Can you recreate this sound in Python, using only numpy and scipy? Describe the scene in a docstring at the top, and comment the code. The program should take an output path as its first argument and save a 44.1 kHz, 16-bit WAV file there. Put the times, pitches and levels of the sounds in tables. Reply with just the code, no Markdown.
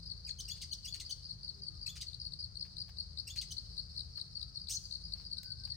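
"""A thicket: four crickets trill at about five chirps a second, two of them joining late, over a far chorus.
Each chirp is two wing strokes of falling pitch. A small bird's syrinx glides through a twittering phrase four
times, with single calls between and one squeal; a far bird whistles and hoots in wavering sines. Twigs tick,
leaves rustle and wings flutter in shaped noise. Leaves and trunks scatter the calls as random echoes. A far
motor's blurred partials drone under it all, with noise for the rumble and the hush of foliage."""
import sys
import numpy as np
from scipy import signal
from scipy.fft import rfft, irfft, next_fast_len
from scipy.io import wavfile
from scipy.ndimage import uniform_filter1d, map_coordinates

SR = 44100
rng = np.random.default_rng(int(sys.argv[2]) if len(sys.argv) > 2 else 0)


def file_out(sig):
    """Save sig as 16-bit WAV at sys.argv[1]."""
    # one column per channel
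    cols = np.atleast_2d(sig).T
    # limit, then scale
    lim = np.clip(cols, -1, 1)
    pcm = np.round(lim * 32767).astype(np.int16)
    wavfile.write(sys.argv[1], SR, pcm)


N = 254016


def amp(db):
    """Decibels to gain."""
    return 10 ** (np.asarray(db) / 20)


def unit(x):
    """Scale to rms 1."""
    return x / np.sqrt(np.mean(x ** 2) + 1e-20)


def along(points, hz):
    """Interpolate (Hz, value) points on a log frequency axis."""
    f, v = np.transpose(points)
    return np.interp(np.log(hz + 1), np.log(f), v)


def curve(rows):
    """One value per sample from (s, value) rows."""
    return np.interp(np.arange(N) / SR, *np.transpose(rows))


def wobble(rate_hz, size):
    """Smooth random curve with rate_hz knots a second."""
    knots = rng.standard_normal(int(size * rate_hz / SR) + 4)
    return map_coordinates(knots, [np.arange(size) * rate_hz / SR])


def filtered(x, response):
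    """Filter x by a gain that is a function of frequency."""
    m = next_fast_len(N + SR // 2)
    return irfft(rfft(x, m) * response(np.fft.rfftfreq(m, 1 / SR)), m)[..., :N]


def add(track, s, sound):
    """Mix a sound into the track from time s."""
    start = max(round(s * SR), 0)
    part = track[..., start:start + sound.shape[-1]]
    part += sound[..., :part.shape[-1]]


def panned(x, left_db):
    """Make the left channel louder than the right by left_db."""
    return x * amp([[left_db / 2], [-left_db / 2]])


def noise(spectrum, side_db, left_db):
    """Coloured stereo noise of rms 1, from independent mid and side."""
    mid, side = filtered(rng.standard_normal((2, N)), lambda hz: amp(along(spectrum, hz)))
    side = amp(side_db) * side
    return unit(panned(np.array([mid + side, mid - side]), left_db))


def thicket(call, left_db, lag_samples, leaves_db, trunks_db,
            leaves_t60_s=0.098, trunks_t60_s=0.37, echo_left_db=6.0):
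    """Direct path, lagging on the right, plus sparse short leaf echoes and a denser, longer trunk wash."""
    t = np.arange(SR // 2) / SR
    paths = np.zeros((2, len(t)))
    for level_db, t60_s, echoes_per_s in ((leaves_db, leaves_t60_s, 1800), (trunks_db, trunks_t60_s, 6000)):
        echoes = rng.standard_normal(paths.shape) * (rng.random(paths.shape) < echoes_per_s / SR)
        echoes *= amp(-60 * t / t60_s) * (1 - np.exp(-t / (t60_s / 40)))
        paths += amp(level_db) * echoes / np.linalg.norm(echoes, axis=1, keepdims=True)
    direct = np.zeros_like(paths)
    direct[0, 0] = direct[1, lag_samples] = 1
    response = panned(direct, left_db) + panned(paths, echo_left_db)
    return signal.fftconvolve(call[None], response, axes=1)


def background():
    """Far motor partials, each blurred by the way through the wood, over rumble and foliage hush."""
    # motor partials: f/Hz, level/dB
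    drone_partials = [(54, -5), (78, -5.5), (108, -8), (133, -11.5), (165, -13), (188, -18.5), (215, -32)]
    # noise spectra of the rumble and of the foliage: f/Hz, level/dB
    rumble_spectrum = [(15, -31.5), (28, -15), (40, -12.5), (52, 2), (85, -0.5), (115, -6.5), (170, -11.5),
                       (240, -21.5), (330, -35), (520, -40.5), (880, -120)]
    air_spectrum = [(100, -1), (250, -0.5), (450, -1.04), (800, -8), (1400, -7.5), (2000, -13),
                    (2800, -15.5), (6000, -4), (9000, -23), (15000, -27.5)]
    start_db, rise_db_per_s = -56.5, 0.09
    t = np.arange(N) / SR
    drone = 0
    for hz, db in drone_partials:
        blur = wobble(11, N) + 1j * wobble(11, N)
        drone = drone + amp(db) * unit(np.real(blur * np.exp(2j * np.pi * hz * t)))
    rumble = amp(-2.0) * noise(rumble_spectrum, side_db=-8.0, left_db=0.0)
    low = amp(start_db + rise_db_per_s * t) * (panned(drone, left_db=4.5) + rumble)
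    breeze_db = .8 * wobble(5, N)
    air = amp(-68.5 + breeze_db) * noise(air_spectrum, side_db=1.5, left_db=5.0)
    return low + air


def stroke(t, pitch_hz, fall_hz, width_s, octave_db=-27):
    """One wing closure: the file slows, so pitch falls fall_hz per width_s; its teeth catch unevenly."""
    scrape_db, scrape_radians = 1.6, .22
    u = t / width_s
    slip, grip, edge = (wobble(600, len(t)) for _ in range(3))
    phase = 2 * np.pi * (pitch_hz * t - fall_hz * t * u / 2 + rng.random()) + scrape_radians * slip
    second_db = octave_db + 2.8 * edge - 2 * np.clip(u, -1, 2)
    tone = np.sin(phase) + amp(second_db) * np.sin(2 * phase)
    tone += amp(octave_db - 18) * np.sin(3 * phase)
    envelope = np.exp(-np.abs(u) ** np.where(u < 0, 1.8, 2.3) / 2)
    return tone * amp(scrape_db * grip) * envelope


def far_crickets(count=300):
    """Overlapping strokes from deeper in the wood stand out of a shimmering band of noise."""
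    # chorus level: t/s, level/dB
    chorus_db = [(0, -58.5), (1, -56.5), (2, -59.5), (2.6, -59.5), (3.3, -57), (4.2, -57), (5.76, -56)]
    # chorus noise spectrum: f/Hz, level/dB
    chorus_spectrum = [(3300, -44.5), (3900, -13), (4250, -2.5), (4550, -4), (4950, -7), (5500, -16.5),
                       (6500, -44.5), (7500, -26.5), (8900, -25), (10500, -39.5), (14000, -43.5),
                       (17000, -63)]
    strokes, t = np.zeros(N), np.arange(-SR // 80, SR // 80) / SR
    for turn, (when, tune, near) in enumerate(rng.random((count, 3))):
        far = amp(3 + 8 * near ** 3) * stroke(t, 4300 + 650 * tune, fall_hz=200, width_s=.002)
        add(strokes, (turn + when) / count * N / SR, far)
    level_db = curve(chorus_db)
    shimmer_db = 2.8 * wobble(60, N)
    blur = amp(level_db + shimmer_db) * noise(chorus_spectrum, side_db=1, left_db=3.5)
    scattered = thicket(strokes * amp(level_db), left_db=6, lag_samples=10, leaves_db=-6, trunks_db=-12)
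    return blur + scattered[:, :N]


def cricket(chirps, left_db, leaves_db, trunks_db, pitch_hz, fall_hz, width_s,
            lead_s, lead_db, lead_hz, octave_db):
    """Each chirp is a short lead stroke then a full stroke, randomly varied in pitch, gap, force and fall."""
    out = np.zeros((2, N))
    before_s = .03
    t = np.arange(-before_s, before_s, 1 / SR)
    for s, db in chirps:
        tune, gap, lead_force, slowing = rng.standard_normal(4)
        drift = 1 + 0.011 * tune
        fall = fall_hz * (1 + .15 * slowing)
        lead_t = t + lead_s + 0.000518 * gap
        lead = amp(lead_db + lead_force) * stroke(lead_t, lead_hz * drift, fall, width_s * 0.71, octave_db)
        full = stroke(t, pitch_hz * drift, fall, width_s, octave_db)
        add(out, s - before_s, thicket(amp(db) * (lead + full), left_db, 15, leaves_db, trunks_db))
    return out


def near_crickets():
    """High, steady, late slowing sharp, and even thin cricket: each file has its own pitch, and the sharp and
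    thin share a steeper fall."""
    # chirps of each cricket: t/s, level/dB
    high_chirps = [(.076, -39.5), (.266, -37.5), (.457, -40), (.647, -39), (.862, -36), (1.066, -38),
                   (1.258, -39.5), (1.448, -38.5), (1.637, -37.5), (1.830, -38), (2.023, -36.5),
                   (2.217, -35.5), (2.407, -35), (2.612, -36.5), (2.806, -35), (3.010, -38.5),
                   (3.205, -38.5), (3.397, -34), (3.598, -44), (3.802, -41.5), (3.997, -37), (4.195, -39),
                   (4.412, -39), (4.618, -40), (4.856, -40), (5.055, -38), (5.267, -39), (5.460, -39),
                   (5.660, -39.5)]
    steady_chirps = [(.118, -34.5), (.310, -33.5), (.519, -36), (.731, -34), (.943, -35.5), (1.127, -34.5),
                     (1.312, -36.5), (1.496, -34.5), (1.686, -34.5), (1.881, -34), (2.087, -37),
                     (2.268, -35.5), (2.444, -35.5), (2.628, -35), (2.821, -35), (3.005, -33), (3.200, -35),
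                     (3.388, -32), (3.587, -37), (3.797, -32.5), (3.980, -35.5), (4.176, -35.5),
                     (4.372, -35.5), (4.575, -35), (4.771, -34.5), (4.956, -35), (5.141, -37), (5.332, -34),
                     (5.523, -34), (5.721, -34.5)]
    sharp_chirps = [(2.147, -41), (2.338, -39.5), (2.572, -40.5), (2.784, -39), (2.987, -40),
                    (3.190, -38.5), (3.378, -47), (3.584, -38), (3.784, -40.5), (4.008, -37.5),
                    (4.215, -38), (4.430, -37.5), (4.687, -38), (4.926, -37), (5.138, -37), (5.385, -37.5),
                    (5.654, -37.5)]
    thin_chirps = [(3.5 + beat * 0.21, -51) for beat in range(13)]
    high = cricket(high_chirps, left_db=3.0, leaves_db=-5, trunks_db=-7,
                   pitch_hz=4760, fall_hz=200, width_s=.0025,
                   lead_s=.0145, lead_db=-3, lead_hz=4730, octave_db=-28.5)
    steady = cricket(steady_chirps, left_db=9.5, leaves_db=-7, trunks_db=-15,
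                     pitch_hz=4400, fall_hz=180, width_s=.0034,
                     lead_s=.0158, lead_db=-3.5, lead_hz=4398, octave_db=-27)
    sharp = cricket(sharp_chirps, left_db=18.0, leaves_db=-5, trunks_db=-10,
                    pitch_hz=4380, fall_hz=280, width_s=.0022,
                    lead_s=.0145, lead_db=-5.0, lead_hz=4200, octave_db=-21)
    thin = cricket(thin_chirps, left_db=-1, leaves_db=-5, trunks_db=-3.5,
                   pitch_hz=5100, fall_hz=280, width_s=.0022,
                   lead_s=.017, lead_db=-13.5, lead_hz=5100, octave_db=-34.0)
    return high + steady + sharp + thin


def song():
    """Every note the bird sings: (s, shape, pitch ratio, length ratio, extra dB)."""
    # calls outside the phrase: t/s, shape, length ratio
    single_calls = [(.27, "fall", 0.92), (.385, "sweep", 0.94), (0.719, "sweep", 0.74),
                    (1.092, "sweep", 0.84), (3.505, "sweep", 0.75), (4.685, "squeal", 0.99),
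                    (4.703, "screech", 0.98)]
    # phrases: t/s, chip delay/s, arch pitch ratio, rattle level/dB
    phrases = [(.479, .136, 1, -12), (.847, .151, 1.01, -2), (1.860, .150, .91, 0), (3.270, .142, .97, 0)]
    whistle_after_s, tick_lead_s, flick_lead_s = 0.026, .055, .043
    notes = [(s, shape, 1, length, 0) for s, shape, length in single_calls]
    for s, chip_after_s, arch_pitch, rattle_db in phrases:
        chip_s = s + chip_after_s
        notes += [(s, "arch", arch_pitch, 1, 0),
                  (s + whistle_after_s, "whistle", 1, 1, 0),
                  (chip_s - tick_lead_s, "tick", 1, 1, rattle_db),
                  (chip_s - flick_lead_s, "flick", 1, 1, rattle_db),
                  (chip_s, "chip", 1, 1, 0)]
    return notes


def bird_note(shape, pitch, length, rasp, low_db, count=5):
    """Syrinx glide: rasp shakes pitch and strength and adds husk; the throat colours the harmonics."""
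    # note shapes by name, before pitch and length ratios: t/s from note start, f/Hz, level/dB
    note_shapes = { "arch": [(0, 2586, -14), (.009, 2911, 3.5), (.015, 2680, -4.5), (.022, 1680, -8)],
                   "whistle": [(0, 2860, -12.5), (.006, 3293, -5.5), (.016, 3480, -2), (.026, 3530, -7)],
                   "tick": [(0, 2934, -7), (.006, 2198, -2.5), (.016, 1050, -12.5)],
                   "flick": [(0, 1306, -8), (.005, 2577, -4.5), (.014, 3150, -10)], "chip": [(0, 1945, -7),
                   (.003, 3375, -4.5), (.007, 4790, 1.5), (.010, 3436, -4), (.014, 2150, -9.5),
                   (.026, 1940, -13)], "sweep": [(0, 3230, -9.5), (.014, 2992, -2.5), (.019, 3130, -1),
                   (.024, 4324, 4.5), (.028, 5400, -1.5), (.032, 6350, 1.5)], "fall": [(0, 2750, -6),
                   (.015, 2400, -2.5), (.024, 2000, -5.5), (.031, 1506, 0.5)], "squeal": [(0, 2377, -19),
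                   (.014, 2613, -3), (.027, 2932, -1.5), (.037, 3697, 0), (.055, 4600, -4.5),
                   (.061, 5760, -4), (.069, 6450, -1.5), (.084, 6495, -10)], "screech": [(0, 4424, -4),
                   (.010, 5500, 0), (.025, 6100, -0.5), (.042, 6700, -3.5)], }
    # throat response: f/Hz, level/dB
    throat = [(1200, -17), (2200, -13), (3200, -5.5), (4500, -3), (6000, 0.5), (7000, 1), (8300, -1),
              (10000, -9), (15000, -11)]
    # husk noise spectrum: f/Hz, level/dB
    husk_spectrum = [(900, -25.5), (2400, -19.5), (4500, 3.5), (7000, 5), (10000, -1), (15000, -13.5)]
    # low_db applies in full below the first, fades out by the second: f/Hz, f/Hz
    low_tones_hz = (3180, 5600)
    husk_db, husk_rasp_db = -24.5, 17  # clean note, and rise at full rasp
    s, shape_hz, shape_db = np.transpose(note_shapes[shape])
    size = int(s[-1] * length * SR)
    t = np.arange(size) / SR
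    hz = uniform_filter1d(np.interp(t / length, s, shape_hz), size=110, mode="nearest") * pitch
    phase = 2 * np.pi * np.cumsum(hz * (1 + 0.15 * rasp * wobble(2400, size))) / SR
    step_db = np.interp(hz, [2500, 3400, 6000], [1.5, 4.3, 13])  # high notes are purer
    tone = np.zeros(size)
    for k in range(1, count + 1):
        colour_db = along(throat, k * hz) + np.interp(k * hz, low_tones_hz, [low_db, 0])
        audible = k * hz < SR / 2
        harmonic = np.sin(k * phase + 2 * np.pi * rng.random())
        tone += amp(colour_db - step_db * (k - 1)) * audible * harmonic
    husk_gain = amp(along(husk_spectrum, np.fft.rfftfreq(size, 1 / SR)))
    husk = unit(irfft(rfft(rng.standard_normal(size)) * husk_gain, size))
    strength_db = np.interp(t / length, s, shape_db) + 4.4 * rasp * wobble(1800, size)
    voice = tone + amp(husk_db + husk_rasp_db * rasp) * husk
    return voice * amp(strength_db) * signal.windows.tukey(size, .15)


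def bird():
    """Syrinx notes a little left of centre, scattered by leaves and trunks."""
    # voicing by note name: level/dB, rasp 0-1, low tones against overtones/dB
    voicing = {"arch": (-41.5, 0.15, -0.48), "whistle": (-39, 0.15, 0.94), "tick": (-47, 1, 3.3),
               "flick": (-42.5, .8, 2), "chip": (-36, 0.29, 0), "sweep": (-38.5, 0.084, -1.3),
               "fall": (-44.5, 0.18, 1), "squeal": (-33, 0.41, -10.5), "screech": (-40.5, 0.73, 0)}
    out = np.zeros((2, N))
    for s, shape, pitch, length, extra_db in song():
        db, rasp, low_db = voicing[shape]
        note = amp(db + extra_db) * bird_note(shape, pitch, length, rasp, low_db)
        add(out, s, thicket(note, left_db=2.5, lag_samples=0, echo_left_db=3.0, leaves_db=-3.8,
                            trunks_db=-12, leaves_t60_s=.11, trunks_t60_s=.7))
    return out


def far_bird():
    """Soft sine whistles and hoots of wavering pitch, half lost in their echo."""
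    # whistles and low hoots: t/s, length/s, f/Hz, level/dB
    far_calls = [(1.5, 0.18, 398.3, -74), (1.65, 0.092, 321, -68), (1.55, 0.6, 1216, -81),
                 (4.05, .75, 1303, -83), (5.35, 0.08, 1520, -75), (5.42, 0.13, 1524, -66),
                 (5.52, 0.22, 1537, -76), (5.715, 0.07, 1840, -72)]
    out = np.zeros((2, N))
    for s, length_s, hz, db in far_calls:
        size = int(length_s * SR)
        phase = 2 * np.pi * np.cumsum(hz * (1 + 0.012 * wobble(120, size))) / SR
        whistle = amp(db) * np.hanning(size) * np.sin(phase)
        add(out, s, thicket(whistle, left_db=4, lag_samples=0, leaves_db=-4, trunks_db=-2))
    return out


def rustles():
    """Brushed leaves and a bird's fluttering wings: noise that swells and fades in a crinkling flutter."""
    # rustles: t/s, length/s, level/dB; the first two are brushed leaves, the last two wing flutter
    rustle_rows = [(2.626, 0.076, -73), (2.858, 0.067, -66), (5.126, 0.14, -65.5), (5.626, 0.1, -68)]
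    # rustle noise spectrum: f/Hz, level/dB
    rustle_spectrum = [(300, -8), (900, -2), (2400, -4.5), (5000, -5.5), (12000, -17)]
    touch = np.zeros(N)
    for s, length_s, db in rustle_rows:
        add(touch, s, amp(db) * np.hanning(int(length_s * SR)))
    flutter = amp(4 * wobble(220, N))
    return touch * flutter * noise(rustle_spectrum, side_db=-2, left_db=3)


def twigs():
    """Dry ticks: an impulse and decaying noise through a broad band, faintly scattered."""
    # ticks: t/s, level/dB (peak is 8 dB above), f/Hz, 60 dB decay/s
    ticks = [(2.652, -54, 2000, .007), (2.662, -61.5, 2300, .008), (2.893, -55.5, 1700, 0.011),
             (4.175, -47, 2300, 0.0078), (4.185, -57, 1800, .007), (5.2, -62, 1500, .007),
             (5.433, -44, 8500, 0.0096)]
    out, t = np.zeros((2, N)), np.arange(SR // 10) / SR
    for s, db, hz, t60_s in ticks:
        band = signal.butter(1, [hz * .4, min(hz * 1.4, SR / 2 - 1)], "bandpass", fs=SR)
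        snap = rng.standard_normal(len(t)) * amp(-60 * t / t60_s)
        snap[0] = 6
        tick = signal.lfilter(*band, snap)
        tick *= amp(db + 8) / np.abs(tick).max()
        add(out, s, thicket(tick, left_db=3, lag_samples=0, leaves_db=-5, trunks_db=-12))
    return out


def scene():
    """Sum of the drone and air, crickets, birds, rustles and twigs."""
    insects = far_crickets() + near_crickets()
    birds = bird() + far_bird()
    return background() + insects + birds + rustles() + twigs()


def record(dry):
    """Microphone response, dull in parts of the treble, with a sharp upper band limit."""
    # microphone response: f/Hz, level/dB
    microphone = [(20, 1.5), (6700, -1), (7250, -13), (7900, -2), (9600, -2.5), (10300, -10), (10900, -29),
                  (11900, -25), (12700, -6), (13700, 3)]
    top_hz = 15850
    return filtered(dry, lambda hz: amp(along(microphone, hz)) * (hz < top_hz))


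dry = scene()
out = record(dry)
file_out(out)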